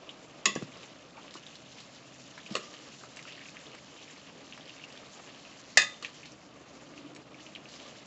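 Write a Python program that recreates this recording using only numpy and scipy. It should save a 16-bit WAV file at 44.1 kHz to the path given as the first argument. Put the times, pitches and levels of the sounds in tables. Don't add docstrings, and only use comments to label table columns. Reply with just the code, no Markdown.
import sys
import numpy as np
from scipy import signal
from scipy.fft import rfft, irfft, next_fast_len
from scipy.io import wavfile

SR = 44100
rng = np.random.default_rng(int(sys.argv[2]) if len(sys.argv) > 2 else 0)


def wav_out(sig):
    wavfile.write(sys.argv[1], SR, np.round(np.clip(np.atleast_2d(sig).T, -1, 1) * 32767).astype(np.int16))


N = 355446
TIME = np.arange(N) / SR
EDGE_HZ = 8020


def amp(db):
    return 10 ** (np.asarray(db) / 20)


def unit(x):
    return x / np.sqrt(np.mean(x ** 2) + 1e-20)


def add(mix, s, sound):
    part = mix[round(s * SR):][:len(sound)]
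    part += sound[:len(part)]


def wander(t, per_s):
    steps = rng.standard_normal(1000) * np.sqrt(3 / 2)
    return np.interp(t * per_s + rng.random(), np.arange(len(steps)), steps)


def colour(x, points):
    hz, db = np.transpose(points)
    size = next_fast_len(len(x), True)
    f = np.fft.rfftfreq(size, 1 / SR)
    curve_db = np.interp(np.log(f + 1), np.log(hz), db)
    gain = amp(curve_db) * (f < EDGE_HZ + 400)
    return unit(irfft(rfft(x, size) * gain, size)[:len(x)])


def dense(count):
    return irfft(np.exp(2j * np.pi * rng.random(count // 2 + 1)), count)


def snap(t, hz, octaves):
    u = t * hz * octaves * 2
    return u * np.exp(1 - u) * np.sin(2 * np.pi * hz * t)


def grains(count, spread_db, cycles, clump_db, channels=14):
    out, shared = np.zeros(N), wander(TIME, per_s=51)
    for hz in np.geomspace(700, 7600, num=channels):
        at = np.sort(rng.integers(0, N, count // channels))
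        size_db = spread_db * np.minimum(rng.exponential(1, len(at)), 4.5)
        clumps = wander(at / SR, per_s=28) + .5 * shared[at]
        strength = unit(amp(size_db + clump_db * clumps))
        kicks = np.bincount(at, strength * rng.choice([-1, 1], len(at)), N)
        r = np.exp(-hz / cycles / SR)
        poles = [1, -2 * r * np.cos(2 * np.pi * hz / SR), r * r]
        out += hz * signal.lfilter([1, 0, -1], poles, kicks + 1e-12)
    return out


def kitchen(x, wet_db, t60):
    t = TIME[:SR // 2]
    scattered = rng.standard_normal(len(t)) * (rng.random(len(t)) < 3000 / SR)
    taps = scattered * amp(-60 * t / t60) * (t > .002)
    return x + amp(wet_db) * signal.oaconvolve(x, taps / np.linalg.norm(taps))[:N]


# f/Hz, relative level/dB per Hz
RUSH_SPECTRUM = [(20, -53.5), (45, -31), (75, -6), (100, -12.5), (130, 2.5), (175, -1), (225, 0), (290, 4),
                 (390, -13.5), (560, -3), (850, -9.5), (1500, -12.5), (4000, -41)]


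def rush(level_db=-56):
    return amp(level_db) * colour(rng.standard_normal(N), RUSH_SPECTRUM)


# start t/s, length/s, wet crackle level/dB, dull rubbing level/dB
PUSHES = [(0, 0.84, -82, -56.5), (0.675, 0.46, -63, -57), (1.14, 0.26, -73, -58), (2.479, 0.11, -62, -50.5),
          (2.68, 0.38, -74, -60), (3.204, 0.51, -55.5, -63), (3.667, 0.21, -60, -60),
          (3.888, 0.81, -61, -64), (4.499, 0.65, -58, -60.5), (4.88, 0.8, -80, -58),
          (6.025, 0.086, -50, -77), (6.56, 1, -73, -58.5), (7.31, 0.41, -64.5, -59.5),
          (7.643, 0.69, -65, -59)]


def stirring(skew=0.5, fullness=0.58):
    push, wet, dull = np.zeros((3, N))
    for s, length, wet_db, dull_db in PUSHES:
        u = np.clip((TIME - s) / length, 0, 1)
        arch = abs(np.sin(np.pi * u ** skew)) ** fullness
        push = np.maximum(push, arch)
        wet = np.hypot(wet, amp(wet_db) * arch)
        dull = np.hypot(dull, amp(dull_db) * arch)
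    return push, wet, dull


# t/s, level/dB
SIZZLE_LEVEL = [(0, -62.5), (.65, -59.5), (1.12, -62.5), (1.35, -57.5), (2.2, -59.5), (2.65, -56),
                (3.1, -58), (4.3, -59.5), (5.6, -57.5), (6.27, -58.5), (6.38, -65), (7.0, -62), (7.27, -68),
                (7.4, -60), (7.62, -63), (7.76, -56.5), (8.06, -59)]


def simmering():
    s, level_db = np.transpose(SIZZLE_LEVEL)
    return amp(np.interp(TIME, s, level_db))


# f/Hz, relative level/dB per Hz
SQUELCH_SPECTRUM = [(900, -47.5), (1600, 4.5), (2300, 5.5), (2850, 10), (3600, 4), (4800, 0), (7400, -6.5),
                    (8000, -29)]


def squelch(wet, heat, simmer_db=0.0):
    crackle = np.hypot(wet, amp(simmer_db) * heat)
    bursts = grains(count=22000, spread_db=0.0, cycles=2.2, clump_db=2.5)
    return crackle * colour(bursts, SQUELCH_SPECTRUM)


# f/Hz, relative level/dB per Hz
SIZZLE_SPECTRUM = [(800, -8.5), (2000, -5.5), (4200, 4), (5500, 2.5), (6700, 3.5), (7450, 2), (7950, -17)]


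def sizzle(heat, spit_db=-9, flare_db=0.5):
    bubbles = unit(grains(count=150000, spread_db=2.0, cycles=1.3, clump_db=3.5))
    spits = unit(rng.standard_normal(N) * (rng.random(N) < 50 / SR))
    flare = amp(flare_db * wander(TIME, per_s=14))
    return heat * flare * colour(bubbles + amp(spit_db) * spits, SIZZLE_SPECTRUM)


# f/Hz, relative level/dB per Hz
RUB_SPECTRUM = [(200, -11.5), (330, 6), (600, 6.5), (900, -2), (1200, 3.5), (1500, -7), (2500, -3.5),
                (8000, -28)]


def rub(dull, rest_db=-61, clump_db=2.5):
    rubbing = np.hypot(dull, amp(rest_db))
    unsteady = amp(clump_db * wander(TIME, per_s=60))
    return rubbing * unsteady * colour(rng.standard_normal(N), RUB_SPECTRUM)


def smack(db, hz, octaves, t60, spatter_db, spatter_rise=0.0007):
    t = TIME[:SR // 7]
    f = np.geomspace(100, 9000, num=30)
    band_db = -10 * np.log10(1 + (np.log2(f / hz) / octaves) ** 4)
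    fade = amp(-60 * t / t60) * np.minimum(t / spatter_rise, 1)
    spatter = colour(dense(len(t)), np.column_stack([f, band_db])) * fade
    return amp(db) * (snap(t, hz, octaves) + amp(spatter_db) * spatter)


SMALL_PER_S = 21
SMALL_OVER_DB, SMALL_SCATTER_DB = 13.5, 2.5
SMALL_HZ, SMALL_SCATTER_OCTAVES = 2520, 0.48
SMALL_OCTAVES, SMALL_T60, SMALL_SPATTER_DB = 0.37, 0.015, -21
# t/s, snap peak level/dB, centre f/Hz,
# spread/octaves, spatter t60/s, spatter level/dB against the snap
LOUD_SMACKS = [(0.091, -43, 3150, 0.17, 0.05, 2.5), (0.5624, -35, 1690, 0.13, .04, -19),
               (0.6235, -41.5, 1090, 1.2, 0.034, -3), (0.721, -41.5, 2420, 0.44, .02, -18),
               (0.772, -42, 4670, 0.5, .02, -4), (0.831, -44.5, 2750, 0.48, 0.067, -1.5),
               (1.169, -44.5, 2340, 0.24, .03, -4), (1.177, -40, 900, 0.37, 0.11, -4.5),
               (1.281, -35, 2900, 1.1, .015, -24), (1.3095, -35, 3800, .8, .012, -16),
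               (1.3408, -32.5, 3870, 0.97, 0.018, -7), (1.354, -44.5, 1090, 0.42, 0.083, -4.5),
               (1.373, -42.5, 2900, 0.16, .02, -16), (1.4658, -37.5, 3480, 0.31, 0.036, -7),
               (1.4825, -46, 3390, .21, .02, -22), (1.5555, -34.5, 4150, 0.55, 0.022, -10),
               (1.7836, -40, 2730, .55, 0.064, -7), (1.8026, -43.5, 2700, 0.97, 0.063, -2),
               (2.3782, -35, 1700, 0.73, 0.04, -7), (2.394, -44, 1890, .35, .03, -11),
               (2.402, -46, 3370, 0.27, .02, -17), (2.4624, -42, 2730, 0.22, 0.082, -4),
               (2.505, -46, 4000, 0.5, .2, -4), (2.521, -46.5, 4000, 0.48, 0.1, -1.5),
               (2.7396, -39, 2840, 0.75, 0.022, -6), (3.0125, -45, 1900, 1.4, .02, -4),
               (3.036, -43.5, 1240, 0.44, 0.095, -6.5), (3.163, -43, 5000, 1.1, 0.018, -1),
               (3.1701, -32, 2320, 1.3, 0.045, -8.5), (3.192, -32, 2170, 0.6, 0.048, -13),
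               (3.2263, -39.5, 4160, 0.79, 0.022, -5), (3.2817, -40, 2800, 0.23, .02, -16),
               (3.306, -42, 2960, .3, .015, -18), (3.322, -39, 3120, 0.5, 0.05, -7),
               (3.355, -44, 2870, .57, .015, -20), (3.3931, -38, 2800, 0.59, .015, -18),
               (3.413, -42, 2330, 0.45, 0.087, -6), (3.4863, -37.5, 2510, 0.32, .02, -21),
               (3.5685, -36, 2300, 0.55, .014, -8), (3.667, -39, 3370, 0.3, .02, -20),
               (3.7326, -43, 2860, 0.23, .015, -18), (3.749, -42.5, 1800, 0.94, .03, -1.5),
               (4.026, -37, 3560, .6, .015, -18), (4.5247, -34, 2740, 0.42, .015, -18),
               (4.5334, -41, 3200, 0.22, .015, -20), (4.5681, -44, 2880, 0.49, .015, -18),
               (4.577, -37.5, 1790, 1.0, .02, -6), (4.6095, -39, 3250, .4, .015, -20),
               (4.695, -40, 2900, 0.34, .02, -18), (4.704, -42, 2770, 0.25, .02, -18),
               (4.8166, -40, 2900, 0.38, .015, -16), (4.839, -32, 2740, 0.32, 0.054, -16),
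               (4.9024, -42, 2670, .3, .015, -18), (4.925, -37, 4130, 0.62, .02, -7),
               (4.975, -38, 3120, 0.71, 0.022, -6), (5.3474, -40, 3080, 0.79, .015, -14),
               (5.451, -42, 2820, 0.35, .015, -18), (5.7299, -45, 3920, 0.61, .015, -18),
               (6.0476, -23.5, 2520, 0.4, 0.022, -4.5), (6.061, -38, 3580, .35, 0.091, -11),
               (6.232, -40.5, 2490, 0.25, 0.18, -11), (6.256, -42.5, 2980, 1, 0.051, -4),
               (6.32, -41, 5800, 0.28, .03, -10), (6.9379, -45, 1670, 0.77, .03, -8),
               (6.978, -36.5, 2600, 0.47, .02, -19), (7.1498, -37, 5700, 1.2, .012, -5.5),
               (7.163, -34.5, 2670, 0.95, 0.021, -7.5), (7.344, -41, 2400, 0.31, .03, -11),
               (7.4044, -43, 2900, 0.26, .015, -16), (7.465, -41, 2660, 0.32, 0.047, -7),
               (7.551, -36, 3100, 0.32, .02, -3), (7.56, -31, 2600, 0.51, 0.013, -19),
               (7.6566, -38, 2600, 0.52, .02, -18), (7.6877, -44, 4130, 0.63, .02, -4),
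               (7.740, -38, 3700, 0.72, 0.022, -10), (7.8003, -38, 3200, 0.56, .02, -15)]


def smacks(push, wet, count=300):
    out = np.zeros(N)
    for s, *sound in LOUD_SMACKS:
        add(out, s, smack(*sound))
    for at in rng.integers(0, N, count):
        if rng.random() < push[at] * SMALL_PER_S * TIME[-1] / count:
            size, pitch = rng.standard_normal(2)
            db = SMALL_OVER_DB + SMALL_SCATTER_DB * size
            hz = SMALL_HZ * 2 ** (SMALL_SCATTER_OCTAVES * pitch)
            small = smack(db, hz, SMALL_OCTAVES, SMALL_T60, SMALL_SPATTER_DB)
            add(out, TIME[at], wet[at] * small)
    return kitchen(out, wet_db=-6, t60=0.11)


# f/Hz, half width/Hz
MODE_GAPS = [(1540, 50), (2250, 85), (3025, 45)]


def mode_clusters(f, gap_db=-16):
    gaps = amp(gap_db * sum(np.exp(-((f - hz) / width) ** 4) for hz, width in MODE_GAPS))
    return gaps * amp(2.5 * wander(f, per_s=1 / 70))


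def crack(t, f, spectrum, clusters, ring, chatter_db, t60=0.059, tilt_db=3.0, level_db=-2, chatter_s=0.012):
    brighter = [(hz, level + tilt_db * np.log2(hz)) for hz, level in spectrum]
    chatter = chatter_db * np.exp(-(t / chatter_s) ** 4)
    fade = amp(level_db - 60 * t / (t60 * ring) + chatter)
    noise = colour(irfft(rfft(dense(len(t))) * clusters), brighter) * fade
    return noise * np.linalg.norm(fade) / np.linalg.norm(noise)


def clang(t, f, spectrum, clusters, ring, level_db=-14, t60=0.25):
    crowd = np.diff(np.floor(f / 30 + .6 * wander(f, per_s=1 / 30)), prepend=0) > 0
    partials = irfft(crowd * clusters * np.exp(2j * np.pi * rng.random(len(f))))
    return colour(partials, spectrum) * amp(level_db - 60 * t / (t60 * ring))


# f/Hz, t60/s at ring factor 1, relative level/dB struck on rim, on wall, on floor
PAN_MODES = [(147, .25, -24, -14, -14), (203, .28, -17, -8, -8), (330, .2, -24, -10, -14),
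             (384, .18, -22, -7, -4), (457, .22, -24, -16, -7), (502, .22, -25, -18, -4),
             (571, .33, -19, -26, -14), (606, .22, -22, -18, -6), (671, .14, -16, -9, -12),
             (1044, .16, -14, -9, -10), (1114, .16, -13, -2, -2), (1157, .7, -28, -26, -13),
             (1283, .3, -15, -22, -10), (1916, .2, -7, -18, -20), (1937, .21, -6, -7, -18),
             (2402, .2, -12, -16, -10), (2460, .2, -9, -16, -16), (2580, .19, -13, -16, -18),
             (2750, .21, -9, -15, -16), (2943, .16, -22, -14, -8), (1190, .9, -31, -25, -13),
             (1236, .3, -8, -22, -15), (1694, .19, -4, -18, -14), (1782, .2, 1, -24, -18),
             (1850, .22, -4, -20, -22), (1962, .24, -1, -5, -15), (2004, .25, -3, -13, -24),
             (2054, .2, -13, -10, -18), (2347, .2, -13, -35, -24), (2531, .22, -2, -25, -14),
             (2628, .2, -8, -9, -20), (2676, .2, -7, -7, -13), (2700, .15, -14, -7, -16),
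             (2787, .17, -11, -12, -14), (2839, .13, -3, -14, -12), (2916, .11, -20, -7, -10),
             (3087, .16, -25, -8, -20), (3127, .22, -8, -13, -20), (3287, .2, -20, -6, -20),
             (3387, .24, -22, -11, -20), (3468, .28, -15, -10, -22), (3527, .33, -10, -9, -24),
             (3614, .34, -2, -12, -30), (3704, .25, -9, -28, -30), (3812, .22, -9, -18, -22),
             (4031, .26, -15, -21, -28), (4127, .22, -12, -19, -22), (4210, .19, -10, -22, -14),
             (4538, .16, -17, -9, -18), (4790, .18, -16, -12, -26), (4936, .2, -8, -16, -24),
             (4980, .23, -5, -10, -26), (5437, .18, -17, -13, -28), (5770, .2, -12, -26, -20),
             (6525, .18, -8, -16, -24), (6655, .2, -14, -20, -22), (6701, .24, -12, -23, -20),
             (6826, .2, -15, -18, -22), (6982, .2, -12, -11, -15), (7558, .15, -18, -30, -28)]


def pan_modes(t, spot, ring, level_db=-12, ring_up_cycles=2.5, beat=0.41):
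    out = np.zeros(len(t))
    for hz, t60, *levels in PAN_MODES:
        flutter = 1 + beat * wander(t, per_s=148)
        phase = 2 * np.pi * (hz * t + rng.random()) + .5 * wander(t, per_s=70)
        build = 1 - np.exp(-t * hz / ring_up_cycles)
        fade = amp(level_db + levels[spot] - 60 * t / (t60 * ring))
        out += fade * build * flutter * np.sin(phase)
    return out


SPOT_COLUMN = {"rim": 0, "wall": 1, "floor": 2}
# f/Hz, relative level/dB on rim, on wall, on floor
CLANG_SPECTRA = [(90, -19, -38, -23), (220, -19, -13, -24), (480, -22, -16.5, 9), (820, -8.5, -18.5, -26),
                 (1162, -25, 6, 2), (1400, -10.5, -23, -10), (1920, 2.5, 2, -12), (2350, -8, -12, -11),
                 (2660, -10.5, 2.5, -8.5), (3110, -28, -14.5, -17), (3780, -8, -8, -12),
                 (4270, -12.5, -13, -11), (4800, -7, -10, -21.5), (6080, -11, -16, -21),
                 (6800, -8, -4.5, -18), (8000, -15, -9, -25), (7360, -15, -22.5, -24)]
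# t/s, level/dB, spot struck, ring time factor (food damps it),
# chatter level/dB over the crack, contact tink peak level/dB, tink f/Hz, tink spread/octaves
SPOON_CLINKS = [(0.4557, -16.5, "wall", 0.98, 3.5, -12, 5800, 0.59),
                (0.5525, -33.5, "wall", 1.13, -5, -34, 5860, 0.078),
                (2.5418, -44, "wall", .3, 1, -38, 5000, .3),
                (2.5526, -23.5, "floor", 0.56, 2.5, -22, 2810, 0.23),
                (2.563, -30, "floor", 0.98, 1, -36, 4200, .2),
                (5.7723, -13, "rim", 1.075, 4.5, -12, 1864, 0.13),
                (5.7865, -35, "wall", 0.69, 7, -29, 2590, 0.074),
                (5.8185, -33.5, "wall", 0.92, 9.5, -34, 1980, .1),
                (6.025, -36.5, "floor", 0.74, 1.5, -40, 3600, .8)]


def clinks(rise=0.00068):
    out, t = np.zeros(N), TIME[:16384]
    f = np.fft.rfftfreq(len(t), 1 / SR)
    for s, db, spot_name, ring, chatter_db, tink_db, tink_hz, tink_octaves in SPOON_CLINKS:
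        spot = SPOT_COLUMN[spot_name]
        spectrum = [(hz, levels[spot]) for hz, *levels in CLANG_SPECTRA]
        clusters = mode_clusters(f)
        blow = crack(t, f, spectrum, clusters, ring, chatter_db)
        blow += clang(t, f, spectrum, clusters, ring)
        blow += pan_modes(t, spot, ring)
        add(out, s, amp(db) * blow * np.minimum(t / rise, 1))
        add(out, s + rise, amp(tink_db) * snap(t, tink_hz, tink_octaves))
    out = signal.sosfilt(signal.butter(2, 140, "high", fs=SR, output="sos"), out)
    return kitchen(out, wet_db=-13, t60=0.2)


# t/s, envelope peak level/dB before the high-pass,
# f/Hz in the middle of the glide, swell time/s
DULL_BUMPS = [(0.5608, -20, 380, 0.00077), (.565, -36, 516, 0.00059), (0.5718, -30, 193, 0.0032),
              (.613, -39.5, 340, 0.0053), (0.6234, -29.5, 400, 0.001), (0.6257, -29, 179, 0.0028),
              (0.674, -51, 256, 0.012), (1.3548, -41, 313, 0.0022), (2.5105, -32, 208, 0.0032),
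              (2.520, -34.5, 204, 0.0039), (5.773, -19, 680, 0.0012)]


def bumps(sag=0.33, lowest_hz=100):
    out, t = np.zeros(N), TIME[:SR // 8]
    for s, db, hz, swell in DULL_BUMPS:
        u = t / swell
        turns = np.cumsum(hz * (1 + sag * (2 * np.exp(-u / 2) - 1))) / SR
        add(out, s, amp(db) * u * np.exp(1 - u) * np.sin(2 * np.pi * turns))
    out = signal.sosfilt(signal.butter(2, lowest_hz, "high", fs=SR, output="sos"), out)
    return kitchen(out, wet_db=-12, t60=0.23)


# t/s, level/dB
DRAG_LEVEL = [(6.0, -87), (6.3, -60), (6.6, -69), (7.0, -53.5), (7.3, -60), (7.7, -60.5), (8.0, -77)]


def drag(hz=293, width_hz=28):
    drone = signal.lfilter(*signal.iirpeak(hz, hz / width_hz, fs=SR), rng.standard_normal(N))
    return amp(np.interp(TIME, *np.transpose(DRAG_LEVEL))) * unit(drone)


def scene():
    push, wet, dull = stirring()
    heat = simmering()
    food = squelch(wet, heat) + sizzle(heat) + rub(dull)
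    return (rush() + food + smacks(push, wet) + clinks() + bumps() + drag())[None]


def record(dry):
    lowpass = signal.firwin(301, EDGE_HZ, window=("kaiser", 8), fs=SR)
    return signal.oaconvolve(dry, lowpass[None], "same")


dry = scene()
out = record(dry)
wav_out(out)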